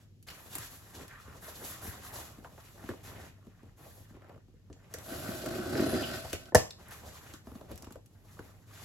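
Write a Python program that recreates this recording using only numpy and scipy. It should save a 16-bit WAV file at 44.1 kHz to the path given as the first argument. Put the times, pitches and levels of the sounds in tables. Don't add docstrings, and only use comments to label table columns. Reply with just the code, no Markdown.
import sys
import numpy as np
from scipy import signal
from scipy.fft import rfft, irfft, next_fast_len
from scipy.io import wavfile

SR = 44100
rng = np.random.default_rng(int(sys.argv[2]) if len(sys.argv) > 2 else 0)


def materialize(psi):
    bounded = np.clip(np.atleast_2d(psi).T, -1, 1)
    quanta = np.round(bounded * 32767).astype(np.int16)
    wavfile.write(sys.argv[1], SR, quanta)


N = 389844
TIME = np.arange(N) / SR
RING_TIME = TIME[:SR // 2]
HAND_TIME = TIME[::20]

# time in seconds, tearing effort in dB, boom of the lid in dB.
PULL = [(5.04, -41, -80), (5.12, -6, -51), (5.25, -6.5, -47.5), (5.42, -5, -50), (5.47, -3.5, -41.5),
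        (5.68, -5, -40.5), (5.8, -0.5, -35), (5.94, 0, -37), (6.05, -1.5, -42), (6.16, -1.5, -51),
        (6.22, -8.5, -62.5), (6.34, -6.5, -67.5), (6.39, -20, -67), (6.5, -24, -62.5)]
# start in seconds, peak of the body of the knock in dB,
# pitch of the contact in Hz, hardness from 0 to 1, pitch of the clack in Hz.
KNOCKS = [(0.284, -47.5, 1010, 1, 1440), (0.553, -42.5, 355, 1, 1440), (0.582, -43.5, 128, 0.77, 1190),
          (0.979, -45, 400, 0.6, 1000), (1.278, -45, 258, 0.36, 900), (1.346, -50, 380, 0.9, 1300),
          (1.48, -41, 650, 0.74, 1350), (1.625, -42.5, 368, .6, 1100), (1.874, -40, 194, 0, 800),
          (2.158, -45, 550, 0.5, 1000), (2.383, -41, 255, 0.63, 650), (2.446, -41.5, 855, 0.88, 1360),
          (2.579, -44, 700, 0.89, 1230), (2.839, -38.5, 227, 0.67, 600), (2.8895, -27, 317, 0.73, 1350),
          (2.912, -36.5, 340, 0.57, 900), (2.936, -42, 410, 0.8, 900), (3.468, -43, 243, 0.55, 596),
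          (3.631, -44.5, 274, 0.62, 605), (3.654, -51, 220, 0.6, 600), (3.998, -51, 330, 0.3, 700),
          (4.105, -45, 226, 0.5, 1110), (4.143, -47, 320, 0.26, 900), (4.165, -48.5, 403, 0.76, 850),
          (4.22, -51.5, 388, 0.87, 1400), (4.244, -51.5, 400, 0.9, 1400), (4.293, -44, 606, .75, 1320),
          (4.319, -52, 400, 0.6, 900), (4.343, -52, 396, .65, 900), (4.36, -48, 400, 0.4, 900),
          (4.377, -52, 330, 0.8, 900), (4.482, -52, 330, 0.6, 600), (4.539, -53, 330, 0.2, 600),
          (4.7, -43.5, 374, 0.27, 705), (4.941, -38, 397, .9, 1450), (6.247, -36, 674, 0.5, 1100),
          (6.33, -28, 425, 0.72, 1410), (6.9104, -45, 1400, 0.9, 1990), (7.337, -43, 258, 0.85, 1250),
          (7.47, -39, 280, 0.72, 1000), (7.516, -42, 300, 0.7, 900), (7.552, -38, 260, .6, 950),
          (7.611, -39, 373, 0.67, 950), (7.698, -41, 370, 0.4, 800), (7.714, -38.5, 400, 0.59, 1100),
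          (7.73, -40.5, 203, 0.1, 900), (7.83, -43.5, 280, 0.78, 900), (7.842, -55, 500, 1, 1100),
          (7.869, -38.5, 300, 0.74, 900), (7.906, -42, 280, 0.8, 980), (7.956, -39, 405, 0.69, 880),
          (8.391, -36, 352, 0.77, 1030)]
# frequency in Hz, level in dB.
WIDTH = [(60, -0.5), (250, -3), (600, 3), (1500, 2), (2700, 11), (6000, 6.5), (7500, 7), (9000, -23.5),
         (16000, -26.5)]


def from_db(db):
    return 10 ** (np.asarray(db) / 20)


def rms_one(x):
    return x / np.sqrt(np.mean(x ** 2) + 1e-20)


def peak_one(x):
    return x / np.abs(x).max()


def gain_at(points, hz):
    at, db = np.transpose(points)
    return from_db(np.interp(np.log(hz + 1), np.log(at), db))


def colour(x, points):
    size = 8192
    cepstrum = irfft(np.log(gain_at(points, np.fft.rfftfreq(size, 1 / SR))))
    cepstrum[1:size // 2] *= 2
    cepstrum[size // 2 + 1:] = 0
    response = irfft(np.exp(rfft(cepstrum)))[:size // 2]
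    return signal.oaconvolve(x, response)[:len(x)]


def band(x, hz, kind, order=2):
    return signal.sosfilt(signal.butter(order, hz, kind, fs=SR, output="sos"), x + 1e-18)


def drift(per_s):
    knots = rng.standard_normal(N // 20)
    return rms_one(np.interp(TIME * min(per_s, SR / 21), np.arange(len(knots)), knots))


def add(track, s, sound):
    start = int(s * SR)
    track[start:start + len(sound)] += sound[:N - start]


def slips(per_s, spread_db, clump_db, clumps_per_s):
    born = rng.random(N) < per_s / SR
    sizes_db = spread_db * np.minimum(rng.exponential(1, N), 5)
    sizes = from_db(sizes_db) * rng.choice([-1, 1], N)
    return born * sizes * from_db(clump_db * drift(clumps_per_s))


def resonance(x, hz, width_hz):
    turn = np.exp(2j * np.pi * np.cumsum(hz) / SR)
    smooth = signal.lfilter([1], [1, -np.exp(-np.pi * width_hz / SR)], x / turn)
    return rms_one((turn * smooth).real)


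def tearing():
    # level in dB at an effort of 0 dB (before any lid share), dB of change per dB of effort.
    voices = [(-38.5, 0.46), (-44, 0.47), (-48, 3), (-45, 0.78)]
    # frequency in Hz, level in dB.
    boom_colour = [(30, -43.5), (110, -20), (190, -5), (265, 4.5), (360, 6.5), (450, -8), (700, -13.5),
                   (2000, -55)]
    drone_colour = [(30, -25.5), (65, -3), (100, 4), (165, 1), (260, -4.5), (400, -7.5), (500, 5.5),
                    (690, 0.5), (780, 0.5), (900, -15.5), (1300, -17), (2500, -36.5)]
    bark_colour = [(700, -30.5), (920, -9.5), (1130, 3), (1400, 4), (1600, 1), (1780, -4), (2000, -1),
                   (3000, -4.5), (6000, -11.5)]
    fizz_colour = [(1200, -2.5), (2200, -1), (3200, -2.5), (4500, -0.5), (6500, -4.5), (8000, -1),
                   (11000, -2), (13000, -5.5), (15500, -7)]
    s, effort_db, boom_db = np.transpose(PULL)
    effort, boom_gain = (np.interp(TIME, s, from_db(db), left=0, right=0) for db in (effort_db, boom_db))
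    drone_gain, bark_gain, rasp_gain, fizz_gain = (from_db(db) * effort ** slope for db, slope in voices)

    tugs = slips(per_s=600, spread_db=1.5, clump_db=1.5, clumps_per_s=160)
    threads = slips(per_s=5100, spread_db=2.0, clump_db=2.0, clumps_per_s=110)
    film = rms_one(tugs) + from_db(5) * rms_one(threads)
    panels = signal.oaconvolve(tugs, box_ring(scatter_db=3))[:N]
    boom, drone, bark = (rms_one(colour(panels, shade)) for shade in (boom_colour, drone_colour, bark_colour))
    rasp, fizz = strip_ring(tugs), rms_one(colour(film, fizz_colour))

    on_lid = peak_one(boom_gain) ** 0.32
    on_box = boom_gain * boom + on_lid * (drone_gain * drone + bark_gain * bark)
    return on_box + rasp_gain * rasp + fizz_gain * fizz


def strip_ring(x):
    # middle frequency in Hz, average level in dB.
    strip = [(1400, 1), (1800, 5), (2180, -3), (2700, -4), (3060, 0.5), (3500, -3.5), (4100, 2), (4500, -1),
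             (4980, -0.5), (5900, -9.5)]
    width_hz, wander_share, sway_db = 115, 0.016, 4
    out, pull = np.zeros(N), slice(int(PULL[0][0] * SR), int(PULL[-1][0] * SR))
    for hz, db in strip:
        centre_hz = hz * (1 + wander_share * drift(13)[pull])
        level = from_db(db + sway_db * drift(25)[pull])
        out[pull] += level * resonance(x[pull], centre_hz, width_hz)
    return out / out[pull].std()


def box_ring(scatter_db, bending_s=0.003036):
    # frequency in Hz, average level in dB,
    # time to fade by 60 dB in seconds.
    modes = [(102.5, -3.5, 0.085), (169, -26.5, 0.043), (262.8, -6.5, 0.043), (309.3, -7, 0.047),
             (358.4, -5, 0.036), (434.6, -9.5, .05), (492.6, -6.5, 0.055), (619, -2, 0.035),
             (655, -10.5, 0.058), (912, -11.5, 0.05), (1052, -12.5, 0.044), (1362, -3, 0.018),
             (1516, -1.5, .025), (1767, -4.5, 0.027)]
    hz, db, t60 = np.transpose(modes)[:, :, None]
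    t = RING_TIME[:SR // 5]
    strength_db = db + scatter_db * rng.standard_normal(hz.shape)
    age = np.maximum(t - bending_s * np.sqrt(300 / hz), 0)
    return np.sum(from_db(strength_db - 60 * age / t60) * np.sin(2 * np.pi * hz * age), axis=0)


def blows(rows, bending_s, scatter_db, crumple_db, crumple_s, clack_s, crackle_db, crackle_s, body_spread):
    out = np.zeros(N)
    clack_spread = 1.313
    crunch_per_s = 700
    for s, db, contact_hz, thump_db, clack_db, clack_hz in rows:
        ring = peak_one(box_ring(scatter_db, bending_s))
        t = TIME[:len(ring)]
        body_band = [contact_hz / (1 + body_spread), contact_hz * (1 + body_spread)]
        clack_band = [clack_hz / clack_spread, clack_hz * clack_spread]
        crunchy = ring + from_db(crumple_db) * rng.standard_normal(len(t)) * np.exp(-t / crumple_s)
        gives_way = rng.random(len(t)) < crunch_per_s / SR
        buckles = rng.standard_normal(len(t)) * gives_way * np.exp(-t / crackle_s)

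        thump = peak_one(band(ring, [55, 135], "band"))
        body = peak_one(band(crunchy, body_band, "band"))
        clack = peak_one(band(crunchy * np.exp(-t / clack_s), clack_band, "band"))
        clack += from_db(crackle_db) * peak_one(band(buckles, clack_band, "band"))
        add(out, s, from_db(db) * (body + from_db(thump_db) * thump + from_db(clack_db) * clack))
    return out


def snap():
    # start in seconds, peak of the body in dB, pitch of the contact in Hz,
    # thump in dB against that peak, clack in dB against that peak, pitch of the clack in Hz.
    rows = [(6.522, -35.5, 480, -14.5, -11, 1500), (6.5465, -8.5, 586, -24.5, -15.5, 1200),
            (6.5525, -20.5, 1046, -20, 7.5, 1850), (6.556, -18, 475, 0, -12.5, 1000),
            (6.574, -26.5, 590, -12, -15, 900), (6.59, -29, 480, -15.5, -10, 1004),
            (6.622, -37.5, 453, -15, -13, 900)]
    # frequency in Hz, level in dB.
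    force = [(30, -11.5), (70, -1.5), (150, 4.5), (280, 1), (500, 1.5), (650, 1), (950, 3), (1400, -2.5),
             (1800, 5.5), (2600, -12.5), (8000, -13)]
    rattle = blows(rows, bending_s=0.00092, scatter_db=7.5, crumple_db=-16.0, crumple_s=0.014,
                   clack_s=0.017, crackle_db=-14.5, crackle_s=0.025, body_spread=0.38)
    return colour(rattle, force)


def shudder(rise_s=0.0048, decay_s=0.039):
    # frequency in Hz, level in dB.
    chatter_colour = [(30, -16), (70, 6), (160, 2.5), (260, -1.5), (480, -1), (700, -4.5), (1050, -1.5),
                      (1500, -14), (2500, -15), (6000, -24)]
    out = np.zeros(N)
    chatter = rms_one(colour(rng.standard_normal(len(RING_TIME)), chatter_colour))
    envelope = np.exp(-RING_TIME / decay_s) * (1 - np.exp(-RING_TIME / rise_s))
    add(out, 6.556, from_db(-28.5) * chatter * envelope)
    return out


def jerks():
    # start in seconds, peak of the body in dB, pitch of the contact in Hz,
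    # clack in dB against that peak.
    catches = [(5.116, -34.5, 350, -14), (5.132, -42, 445, -1), (5.263, -42, 395, 2),
               (5.284, -30.5, 220, -9), (5.345, -36.5, 380, -13.5), (5.434, -33, 458, -12),
               (5.46, -38, 477, -1), (5.505, -33.5, 520, -11), (5.552, -32, 383, -8),
               (5.592, -28.5, 252, -14), (5.718, -27, 317, -19), (5.753, -24, 336, -9),
               (5.795, -17, 305, -14.5), (5.817, -19, 290, -13), (5.862, -23, 321, -22),
               (5.927, -21, 337, -14), (5.948, -22.5, 323, -15)]
    thump_db, clack_hz = -24, 1590
    rows = [(s, db, hz, thump_db, clack_db, clack_hz) for s, db, hz, clack_db in catches]
    return blows(rows, bending_s=0.00338, scatter_db=0.0, crumple_db=0.0, crumple_s=0.012,
                 clack_s=0.002, crackle_db=-5, crackle_s=0.015, body_spread=0.26)


def by_hardness(soft_and_hard_db, hardness):
    return np.interp(hardness, [0, 1], soft_and_hard_db)


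def knocks():
    thump_db, clack_db = (3.5, -14.5), (-30.5, 4.5)
    rows = [(s, db, hz, by_hardness(thump_db, hardness), by_hardness(clack_db, hardness), clack_hz)
            for s, db, hz, hardness, clack_hz in KNOCKS]
    return blows(rows, bending_s=0.00203, scatter_db=7.0, crumple_db=-4, crumple_s=0.024,
                 clack_s=0.0027, crackle_db=-7.5, crackle_s=0.018, body_spread=0.38)


def crack_events():
    # start in seconds, level in dB, lower treble in dB, top treble in dB
    single = [(0.2265, -56, -7, -2), (0.2857, -44, 5.5, -10), (0.302, -46, 6, -5), (0.529, -50, -10, 0),
              (0.5528, -35.5, -6, 2.5), (0.5829, -38, -7, -0.5), (1.08, -48, -2, -4),
              (4.7277, -50, -3.5, -32), (4.9388, -33, -12, -6), (4.9848, -42.5, -6, -7),
              (5.46, -38, -6, -5), (5.55, -55, -10, -1), (5.573, -51, -14, 1), (6.884, -57, -12, 5),
              (6.33, -28, -3, -7.5), (6.4558, -49, 0.5, -21), (6.5476, -14, -16, -6),
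              (6.5526, -16, -8, -15), (6.7075, -41.5, -5, -14), (6.9094, -53, 4.5, 2),
              (7.3367, -41, -4.5, -14), (7.715, -52, 3, 1), (7.757, -49, -6, -5), (7.7766, -44.5, -8, -7),
              (7.8228, -43, -8, -9), (7.8445, -48.5, -1, -8), (7.907, -54, -7, -10),
              (7.9227, -48.5, -6, -4), (8.0596, -56, -7.5, -5)]
    soft_and_hard_db, low_db, top_db = (-27, -16), -0.5, -7
    knocked = [(s, db + by_hardness(soft_and_hard_db, hardness), low_db, top_db)
               for s, db, _, hardness, _ in KNOCKS]
    return single + knocked


def cracks(decay_s=0.00084, flutter_db=-19, flutter_s=0.0095, rise_s=0.0011):
    # frequency in Hz, level in dB.
    crack_colour = [(600, -15.5), (1500, -12), (2800, -9), (4000, -8), (5800, 7.5), (7200, 4), (9000, 3.5),
                    (12000, -2), (16000, -2)]
    out, t = np.zeros(N), RING_TIME[:SR // 20]
    fading = np.exp(-t / decay_s) + from_db(flutter_db) * np.exp(-t / flutter_s)
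    envelope = fading * (1 - np.exp(-t / rise_s))
    treble_bands = ([1000, 3800], [4000, 8500], [8800, 17000])
    for s, db, low_db, top_db in crack_events():
        burst = colour(rng.standard_normal(len(t)) * envelope, crack_colour)
        low, main, top = (rms_one(band(burst, hz, "band", order=3)) for hz in treble_bands)
        add(out, s, from_db(db - 16.5) * (main + from_db(low_db) * low + from_db(top_db + 6.5) * top))
    return out


def stroke_envelope(start, length):
    rise_share, release_s = 0.39, 0.045
    rise = np.clip((HAND_TIME - start) / (rise_share * length), 0, 1)
    release = np.exp(-np.clip((HAND_TIME - start - length) / release_s, 0, 20))
    return np.sin(np.pi / 2 * rise) * release


def scrape():
    edges_hz = [200, 620, 950, 1400, 2100, 9000]
    out = np.zeros(N)
    for low, high in zip(edges_hz, edges_hz[1:]):
        catches = rms_one(slips(per_s=750, spread_db=1.8, clump_db=3.2, clumps_per_s=45))
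        out += band(catches, [low, high], "band", order=3)
    return out


def rubbing():
    # start in seconds, length in seconds, level in dB, brightness in dB, hollowness in dB.
    strokes = [(0, 0.0067, -62.5, -1.5, -9), (0.265, 0.046, -48, -0.5, -8.5), (0.307, 0.27, -56.5, 3, -2),
               (0.502, 0.15, -48.5, 2, -13), (0.692, 0.069, -56.5, 4.5, -3), (0.78, 0.14, -57.5, 1.5, -5),
               (0.923, .11, -51, -0.5, -1.5), (1.054, 0.17, -53.5, -3, -13), (1.239, 0.13, -56.5, -1.5, 1),
               (1.277, 1, -53.5, -0.5, -3), (1.403, 0.097, -53.5, 4.5, -5), (1.533, 0.18, -55.5, 5, -12),
               (1.629, 0.085, -50.5, 5, -22), (1.81, 0.077, -51, 5.5, -1), (1.883, 0.17, -51.5, -4, -9),
               (2.025, 0.062, -54.5, 4.5, -1), (2.117, 0.089, -49, 4, -4.5), (2.22, 0.13, -61, 0.5, 2.5),
               (2.337, 0.2, -63.5, 1, 5), (2.54, 0.18, -58.5, 1.5, -8), (2.729, 0.18, -54.5, 0, 0.5),
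               (2.865, 0.14, -60.5, 0, 2), (3.027, 0.07, -51.5, 2, -5), (3.044, 0.22, -52.5, -2.5, -2),
               (3.295, 0.41, -67.5, -3.5, -0.5), (3.761, 0.092, -60.5, 1.5, 4.5),
               (3.787, 0.22, -62.5, 4, 1), (3.998, 0.12, -64.5, -3.5, -19), (4.076, 0.27, -62.5, -32, -0.5),
               (4.387, 0.33, -77, -16, -9), (4.68, 0.65, -62.5, -7, -0.5), (4.891, 0.11, -54, -3.5, 0),
               (4.98, 0.4, -54, 5, -7), (6.6, .22, -68.5, 0, 6.5), (6.77, 0.14, -53.5, -4, -5.5),
               (6.897, 0.086, -50.5, 1, -7), (7.005, 0.11, -53.5, -1.5, -1), (7.084, 0.26, -54, 0, -3),
               (7.365, 0.57, -68, -0.5, 7.5), (7.43, 0.16, -62.5, 2, 3.5), (7.68, 0.043, -59, -0.5, 8.5),
               (7.979, 0.62, -72, 2, 6), (8.219, 0.27, -61, 0.5, -1.5), (8.485, 0.21, -66.5, -1.5, -15),
               (8.655, 0.4, -52.5, -1, -3)]
    # frequency in Hz, level in dB.
    murmur_colour = [(40, -43), (70, 15.5), (150, 5.5), (350, 2), (750, 0.5), (1100, -8), (2500, -25.5)]
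    rasp_colour = [(300, -24.5), (750, -7.5), (1050, 0.5), (1450, 0), (1900, -2), (2600, -7.5), (5000, -24),
                   (16000, -69)]
    hiss_colour = [(800, 5.5), (2000, -4.5), (3500, 5.5), (5000, 4.5), (7000, 7), (11000, 4.5), (15500, 0)]
    swish_colour = [(2000, -5.5), (4000, -27.5), (7000, -9), (9500, 4), (12000, 2.5), (15500, 0.5)]
    start, length, db, bright_db, hollow_db = np.transpose(strokes)
    # murmur, rasp, hiss, swish; the swish gains 2.8 dB for each dB of brightness
    layer_db = [db + hollow_db, db - 6.5, db - 5 + bright_db, db - 9.5 + 2.8 * bright_db]
    envelopes = np.array([stroke_envelope(*span) for span in zip(start, length)])
    layer_gains = np.sqrt(from_db(layer_db) ** 2 @ envelopes ** 2)
    murmur_gain, rasp_gain, hiss_gain, swish_gain = (np.interp(TIME, HAND_TIME, g) for g in layer_gains)

    palm = slips(per_s=900, spread_db=1.8, clump_db=2.5, clumps_per_s=60)
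    surface = slips(per_s=18000, spread_db=2.5, clump_db=2.5, clumps_per_s=43)
    tape = slips(per_s=27000, spread_db=2.0, clump_db=-0.5, clumps_per_s=92)
    murmur, rasp = rms_one(colour(palm, murmur_colour)), rms_one(colour(scrape(), rasp_colour))
    hiss, swish = rms_one(colour(surface, hiss_colour)), rms_one(colour(tape, swish_colour))
    return murmur_gain * murmur + rasp_gain * rasp + hiss_gain * hiss + swish_gain * swish


def squeals():
    # start in seconds, length in seconds, level in dB, first pitch in Hz, last pitch in Hz,
    # half the width in Hz of each of the two resonances in a row.
    drags = [(0.942, .13, -54.5, 380, 300, 200), (.95, 0.12, -57.5, 900, 1250, 400),
             (1.07, 0.14, -54.5, 1580, 1350, 376), (1.234, 0.13, -57.5, 1200, 1150, 350),
             (1.43, 0.13, -59, 1150, 1400, 400), (1.595, 0.07, -51, 430, 380, 200),
             (2.07, 0.19, -53.5, 700, 760, 398), (2.813, 0.024, -61, 1500, 1100, 700),
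             (5.845, .12, -46, 10400, 10900, 900), (5.908, 0.22, -52.5, 4760, 4900, 160),
             (6.016, 0.044, -43, 2950, 3060, 450), (6.319, 0.048, -49.5, 2500, 2320, 450),
             (6.7063, 0.0047, -38.5, 4900, 4670, 1100), (6.89, 0.082, -62, 1540, 1100, 500),
             (7.026, 0.078, -56.5, 567, 705, 250)]
    out, grip = np.zeros(N), slips(per_s=2300, spread_db=2.5, clump_db=1.0, clumps_per_s=300)
    for s, length, db, first_hz, last_hz, half_width_hz in drags:
        start, n = int(s * SR), int(length * SR)
        hz = np.linspace(first_hz, last_hz, n)
        once = resonance(grip[start:start + n], hz, 2 * half_width_hz)
        tone = resonance(once, hz, 2 * half_width_hz)
        add(out, s, from_db(db) * tone * np.sin(np.linspace(0, np.pi, n)))
    return out


def room_tone(air_db=-59, hum_hz=99, hum_db=-63, side_db=-8):
    # frequency in Hz, level in dB.
    air_colour = [(20, -25.5), (32, -16.5), (45, 6.5), (65, -14), (100, 6.5), (150, -3), (250, -10.5),
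                  (500, -22), (1000, -39.5), (2500, -38.5), (6000, -38.5), (15500, -43.5)]
    mid, side = (rms_one(colour(rng.standard_normal(N), air_colour)) for _ in range(2))
    air = mid + from_db(side_db) * colour(side, WIDTH) * [[1], [-1]]
    hum = np.sin(2 * np.pi * hum_hz * TIME + 1.0 * drift(8.3)) * from_db(1.4 * drift(2.8))
    return from_db(air_db) * air + from_db(hum_db) * hum


def reflections(t60, delay_s):
    fading = 1000 ** (-RING_TIME / t60)
    cloud = rng.standard_normal(len(RING_TIME)) * fading * (RING_TIME > delay_s)
    return cloud / np.linalg.norm(cloud)


def room(x, tail_db, near_db):
    tail, side_tail = (from_db(tail_db) * reflections(t60=0.29, delay_s=0.014) for _ in range(2))
    wide = from_db(near_db) * reflections(t60=0.051, delay_s=0.0015) + side_tail
    mid = x + signal.oaconvolve(x, tail)[:N]
    side = signal.oaconvolve(x, colour(wide, WIDTH))[:N]
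    return mid + side * [[1], [-1]]


def scene():
    surface = room(tearing() + cracks() + rubbing() + squeals(), tail_db=-13.0, near_db=-12.0)
    box = room(snap() + shudder() + jerks() + knocks(), tail_db=-19.0, near_db=-10.5)
    return surface + box + room_tone()


def record(dry):
    # frequency in Hz, lead of the left channel in radians.
    ports = [(0, 0), (550, -.4), (1800, -.7), (2800, -1.2), (4000, .3), (6500, .5), (7900, 1.8),
             (9200, 3.14), (11950, 6.28), (14700, 9.42), (16500, 10.6)]
    size = next_fast_len(N + SR)
    lead = np.interp(np.fft.rfftfreq(size, 1 / SR), *np.transpose(ports))
    pair = irfft(rfft(dry, size) * np.exp(.5j * lead * [[1], [-1]]), size)[:, :N]
    pair = band(pair, 27, "high", order=3) * from_db(0.13 * np.array([[1], [-1]]))
    cutoff_hz = 15900
    return signal.sosfilt(signal.ellip(10, .1, 80, cutoff_hz, fs=SR, output="sos"), pair)


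dry = scene()
out = record(dry)
materialize(out)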